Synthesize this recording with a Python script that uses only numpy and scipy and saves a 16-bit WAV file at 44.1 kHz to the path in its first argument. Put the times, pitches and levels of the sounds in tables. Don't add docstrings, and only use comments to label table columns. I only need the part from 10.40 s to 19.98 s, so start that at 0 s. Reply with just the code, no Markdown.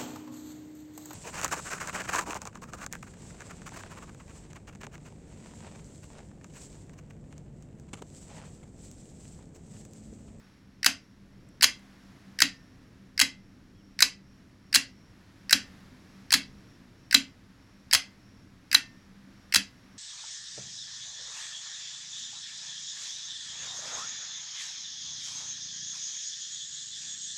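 import sys
import numpy as np
from scipy import signal
from scipy.fft import rfft, irfft, next_fast_len
from scipy.io import wavfile
from scipy.ndimage import uniform_filter1d, minimum_filter1d, map_coordinates

SR = 44100
rng = np.random.default_rng(int(sys.argv[2]) if len(sys.argv) > 2 else 0)


def transcribe(signal):
    frames = np.atleast_2d(signal).T
    limited = np.clip(frames, -1, 1)
    pcm = np.round(limited * 32767).astype(np.int16)
    wavfile.write(sys.argv[1], SR, pcm)


N = 422470


def amp(db):
    return 10 ** (np.asarray(db) / 20)


def unit_rms(x):
    return x / np.sqrt(np.mean(x ** 2) + 1e-20)


def log_interp(points, hz):
    f, values = np.transpose(points)
    return np.interp(np.log(hz + 1), np.log(f + 1), values)


def wobble(rate_hz):
    knots = rng.standard_normal(int(N * rate_hz / SR) + 4)
    return map_coordinates(knots, [np.arange(N) * rate_hz / SR])


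def filtered(x, response):
    size = next_fast_len(len(x) + SR // 10)
    return irfft(rfft(x, size) * response(np.fft.rfftfreq(size, 1 / SR)), size)[:len(x)]


def noise(spectrum):
    return unit_rms(filtered(rng.standard_normal(N), lambda hz: amp(log_interp(spectrum, hz))))


def add(track, start_s, sound):
    part = track[round(start_s * SR):][:len(sound)]
    part += sound[:len(part)]


def resonances(body):
    return lambda f: sum((-1) ** k * amp(db) * 1j * f * width / (hz * hz - f * f + 1j * f * width)
                         for k, (hz, width, db) in enumerate(body))


def impact(body, chatter_s, rise_s, t60_s):
    t = np.arange(SR // 20) / SR
    envelope = (1 - np.exp(-t / rise_s)) * amp(-60 * np.maximum(t - chatter_s, 0) / t60_s)
    bounces = rfft(rng.standard_normal(len(t)) * envelope)
    flattened = bounces / np.sqrt(np.abs(bounces))
    force = irfft(flattened, len(t)) * np.sqrt(envelope)
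    click = filtered(force, resonances(body))
    return click / np.sqrt(np.mean(click[:SR // 200] ** 2))


def ring(modes, rise_s, scatter_db):
    t = np.arange(SR // 2) / SR
    tones = np.zeros(len(t))
    for hz, db, t60_s in modes:
        envelope = amp(db + scatter_db * rng.standard_normal() - 60 * t / t60_s)
        tones += envelope * np.sin(2 * np.pi * (hz * t + rng.random()))
    return tones * (1 - np.exp(-t / rise_s))


# f/Hz, relative density/dB
RUMBLE_SPECTRUM = [(12, -32.5), (20, -3), (43, -6.5), (65, -4), (134, -2), (163, -7.5), (195, 3),
                   (219, -11), (255, -1.5), (380, -15), (700, -25), (910, -51.5), (1540, -120)]
AIR_SPECTRUM = [(400, -4.5), (900, -0.5), (1800, 0.5), (3000, -6.5), (4800, -7.5), (7000, -13.5),
                (9000, -21.5), (10700, -17), (12000, -23), (16000, -27)]
# t/s, rumble level/dB, air level/dB
SWELL = [(0, -57.5, -63.5), (.7, -55.5, -67.5), (1.5, -55, -62), (3.1, -56, -67), (4.6, -56, -65.5),
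         (5.3, -52, -60), (6.2, -53.5, -62.5), (6.9, -56, -64.5), (8.5, -57.5, -63)]
# f/Hz, level/dB
HUM_TONES = [(100, -70.5), (197, -64)]
def background():
    t = np.arange(N) / SR
    times_s, rumble_db, air_db = np.transpose(SWELL)
    rumble = amp(np.interp(t, times_s, rumble_db) + 1.1 * wobble(3.9)) * noise(RUMBLE_SPECTRUM)
    air = amp(np.interp(t, times_s, air_db) + 0.79 * wobble(5)) * noise(AIR_SPECTRUM)
    hum = sum(amp(db + 2.5 * wobble(2.5)) * np.sin(2 * np.pi * hz * t + .92 * wobble(4.2))
              for hz, db in HUM_TONES)
    return rumble + air + hum


def hiss(centre_hz=5530, width_hz=300, level_db=-77.5, swing_db=5):
    band = filtered(rng.standard_normal(N), lambda hz: np.exp(-((hz - centre_hz) / width_hz) ** 2))
    spells = np.tanh(2 * wobble(5.4))
    return amp(level_db + swing_db * spells) * unit_rms(band)


# t/s, f/Hz, level/dB
CHIRP_CONTOUR = [(3.31, 2850, -84), (3.34, 3270, -77), (3.38, 3350, -73), (3.41, 2900, -72),
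                 (3.43, 2600, -84)]
# t/s, level/dB
FAINT_TICKS = [(1.0874, -64), (1.3927, -67)]
# f/Hz, width/Hz, level/dB
FAINT_TICK_BODY = [(7800, 930, 0)]
def strays():
    t = np.arange(N) / SR
    times_s, hz, db = np.transpose(CHIRP_CONTOUR)
    phase = 2 * np.pi * np.cumsum(np.interp(t, times_s, hz)) / SR
    gate = (t > times_s[0]) & (t < times_s[-1])
    out = amp(np.interp(t, times_s, db)) * np.sin(phase) * gate
    for start_s, tick_db in FAINT_TICKS:
        add(out, start_s, amp(tick_db) * impact(FAINT_TICK_BODY, chatter_s=.002, rise_s=.0004, t60_s=.02))
    return out


# trip t/s, trip-to-tick t/s, trip-to-slam t/s,
# then level/dB of tick, slam, high spring, low spring, bench
COUNTER_STEPS = [(0.4296, 0.015, 0.031, -21, -12.5, -18, -20.5, -38.5),
                 (1.2091, 0.014, .0307, -20.5, -11.5, -7, -25, -44.5),
                 (1.9882, .0147, 0.03, -20, -11.5, -9, -10, -33),
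                 (2.7769, .016, 0.035, -19.5, -14.5, -8.5, -11.5, -35),
                 (3.5897, 0.015, 0.032, -20, -11, -22, 1, -44.5),
                 (4.327, .014, 0.029, -22, -14, -14, -6, -43.5),
                 (5.0942, 0.014, 0.032, -22.5, -11, -14, 4, -35),
                 (5.9049, 0.015, 0.032, -22, -13.5, -12.5, -17.5, -35.5),
                 (6.71, .016, .0335, -21.5, -11.5, -17, 4.5, -33.5),
                 (7.511, 0.017, 0.036, -19.5, -14.5, -18, -10, -51.5),
                 (8.3139, .0141, 0.031, -22.5, -13.5, -20, 6, -45.5),
                 (9.123, 0.016, 0.034, -21.5, -13.5, -17.5, -18.5, -36)]
def steps(first_count=3):
    for k, (trip_s, tick_wait_s, slam_wait_s, *levels_db) in enumerate(COUNTER_STEPS):
        yield (first_count + k) % 4, trip_s, trip_s + tick_wait_s, trip_s + slam_wait_s, *levels_db


# f/Hz, relative level/dB
ROOM_SPECTRUM = [(100, 4), (300, 4.5), (600, 4), (1000, -5.5), (1600, -5), (2050, -2.5), (2800, 3.5),
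                 (3900, -6), (5000, -5), (6000, -3.5), (8000, -5), (12000, -1), (16000, -5)]
# f/Hz, t60/s
ROOM_T60 = [(200, 0.35), (1000, .22), (3000, .21), (5000, 0.22), (6500, .195), (9000, .17), (15000, 0.078)]
def room(direct, onset_s=.005):
    out = np.zeros(N)
    for _, trip_s, *_ in steps():
        hz, t, frames = signal.stft(rng.standard_normal(SR // 2), SR, nperseg=256)
        decay = amp(-60 * t / log_interp(ROOM_T60, hz)[:, None])
        tail = signal.istft(frames * decay, SR, nperseg=256)[1]
        tail = filtered(tail, lambda f: amp(log_interp(ROOM_SPECTRUM, f)))
        tail *= 1 - np.exp(-(np.arange(len(tail)) / SR / onset_s) ** 2)
        cascade = direct[round(trip_s * SR):][:SR // 10]
        add(out, trip_s, signal.fftconvolve(cascade, tail / np.linalg.norm(tail)))
    return out


# f/Hz, relative level/dB, t60/s
METAL_MODES = [(1096.6, -15.5, .15), (1525, -5, .16), (1627, -5, .17), (1980, -8, 0.32), (2070, -8, 0.34),
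               (2410, -7.5, 0.14), (2660, -4.5, .25), (3010, -6, .15), (3320, -5, 0.13), (4020, -8.5, .19),
               (4550, -8.5, .19), (5300, -6, .17), (6220, -5.5, .21)]
FEET_MODES = [(88, -47, 0.15)]
BENCH_MODES = [(92, 0, 0.1), (141, -3, .15), (197, -1, .25), (238.5, 5, 0.18), (272.1, 9, .2),
               (291, 3, .16), (312, -2, .15)]
BASE_MODES = [(610, -50, 0.047), (762, -45.5, 0.096), (947, -39, 0.067)]
RETURN_SPRING_MODES = [(1810, -46, .55)]
def shaken_parts():
    out = np.zeros(N)
    for count, _, _, slam_s, *_, bench_db in steps():
        even = count % 2 == 0
        rock_db = 5.5 if even else 0
        add(out, slam_s, amp(-33.5) * ring(METAL_MODES, rise_s=.003, scatter_db=3.5))
        add(out, slam_s, amp(rock_db) * ring(FEET_MODES, rise_s=.0027, scatter_db=2))
        add(out, slam_s, amp(bench_db) * ring(BENCH_MODES, rise_s=.028, scatter_db=3))
        if not even:
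            add(out, slam_s, ring(BASE_MODES, rise_s=.0025, scatter_db=2.5))
        if count == 1:
            add(out, slam_s, ring(RETURN_SPRING_MODES, rise_s=.003, scatter_db=1))
    return out


def contact_springs(high_hz=6600, low_hz=4000, high_wait_s=.0015, low_wait_s=.0044,
                    rise_s=.0012, t60_s=.017):
    out = np.zeros(N)
    t = np.arange(SR // 20) / SR
    envelope = (1 - np.exp(-t / rise_s)) ** 2 * amp(-60 * t / t60_s)
    for _, _, _, slam_s, _, _, high_db, low_db, _ in steps():
        detuned_hz = high_hz * (1 + .011 * rng.standard_normal())
        add(out, slam_s + high_wait_s, amp(high_db) * envelope * np.sin(2 * np.pi * detuned_hz * t))
        add(out, slam_s + low_wait_s, amp(low_db) * envelope * np.sin(2 * np.pi * low_hz * t))
    return out


# f/Hz, width/Hz, relative level/dB
TIMER_BODY = [(970, 90, -33), (1750, 210, -4), (2170, 190, -3), (2620, 180, -8.5), (3020, 200, -11),
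              (3810, 60, -6.5), (4200, 170, -6.5), (4830, 440, -2), (5590, 440, -5.5), (6600, 180, -17),
              (7510, 320, -19), (8340, 270, -15), (10460, 3000, -27), (14270, 4090, -30.5)]
SECOND_RELAY_BODY = [(1050, 50, -40), (1562, 120, 0), (2014, 320, -2), (2700, 390, -10), (3850, 760, -12),
                     (4690, 730, -6.5), (5940, 480, -5), (6280, 2000, -13), (7900, 600, -9),
                     (8460, 700, -14.5), (11150, 480, -12.5), (14390, 620, -15.5)]
STAGE_TWO_BODY = [(993, 150, -13), (1240, 130, -11.5), (1660, 720, -13.5), (2640, 340, -6), (3340, 240, -4),
                  (3950, 100, -2), (4280, 340, 3), (5460, 240, -6), (6350, 480, -8), (7800, 260, -6),
                  (8280, 490, -12.5), (10200, 1400, -11), (11600, 520, -12.5), (15400, 410, -19.5)]
STAGE_TWO_CLACKS = {"drop out": [(.0052, -13.5), (.012, -17)], "pull in": [(.006, -15), (.0255, -21.5)]}
def light_relays(trip_db=-27.5):
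    out = np.zeros(N)
    for count, trip_s, tick_s, _, tick_db, *_ in steps():
        trip = impact(TIMER_BODY, chatter_s=.0015, rise_s=.0003, t60_s=.018)
        tick = impact(SECOND_RELAY_BODY, chatter_s=.0011, rise_s=.0002, t60_s=.026)
        add(out, trip_s, amp(trip_db) * trip)
        add(out, tick_s, amp(tick_db) * tick)
        if count % 2 == 0:
            for wait_s, clack_db in STAGE_TWO_CLACKS["pull in" if count else "drop out"]:
                clack = impact(STAGE_TWO_BODY, chatter_s=.0018, rise_s=.0002, t60_s=.011)
                add(out, tick_s + wait_s, amp(clack_db) * clack)
    return out


# f/Hz, width/Hz, relative level/dB
BIG_RELAY_BODY = [(910, 490, -27.5), (1660, 480, -6.5), (2143, 260, -5.5), (2590, 280, -9),
                  (3250, 160, -5.5), (3975, 100, 0), (4519, 230, -3.5), (5040, 300, -2), (6060, 280, -6.5),
                  (7390, 1800, -7), (7720, 1200, -10.5), (10100, 1370, -27), (14950, 400, -30)]
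def armatures():
    out = np.zeros(N)
    for _, _, _, slam_s, _, slam_db, *_ in steps():
        slam = impact(BIG_RELAY_BODY, chatter_s=.0045, rise_s=.00024, t60_s=.023)
        add(out, slam_s, amp(slam_db) * slam)
    return out


def scene():
    knocks = light_relays() + armatures()
    zings = contact_springs()
    reverb = amp(-9) * room(knocks + amp(-13) * zings)
    return (knocks + zings + reverb + shaken_parts() + strays() + background() + hiss())[None]


def record(dry, threshold_db=-0.7, cutoff_hz=16200):
    x = dry[0]
    needed_gain = np.minimum(1, amp(threshold_db) / (np.abs(x) + 1e-9))
    gain = uniform_filter1d(minimum_filter1d(needed_gain, size=45), size=45)
    return filtered(x * gain, lambda hz: 1 / np.sqrt(1 + (hz / cutoff_hz) ** 120))[None]


dry = scene()
out = record(dry)
transcribe(out)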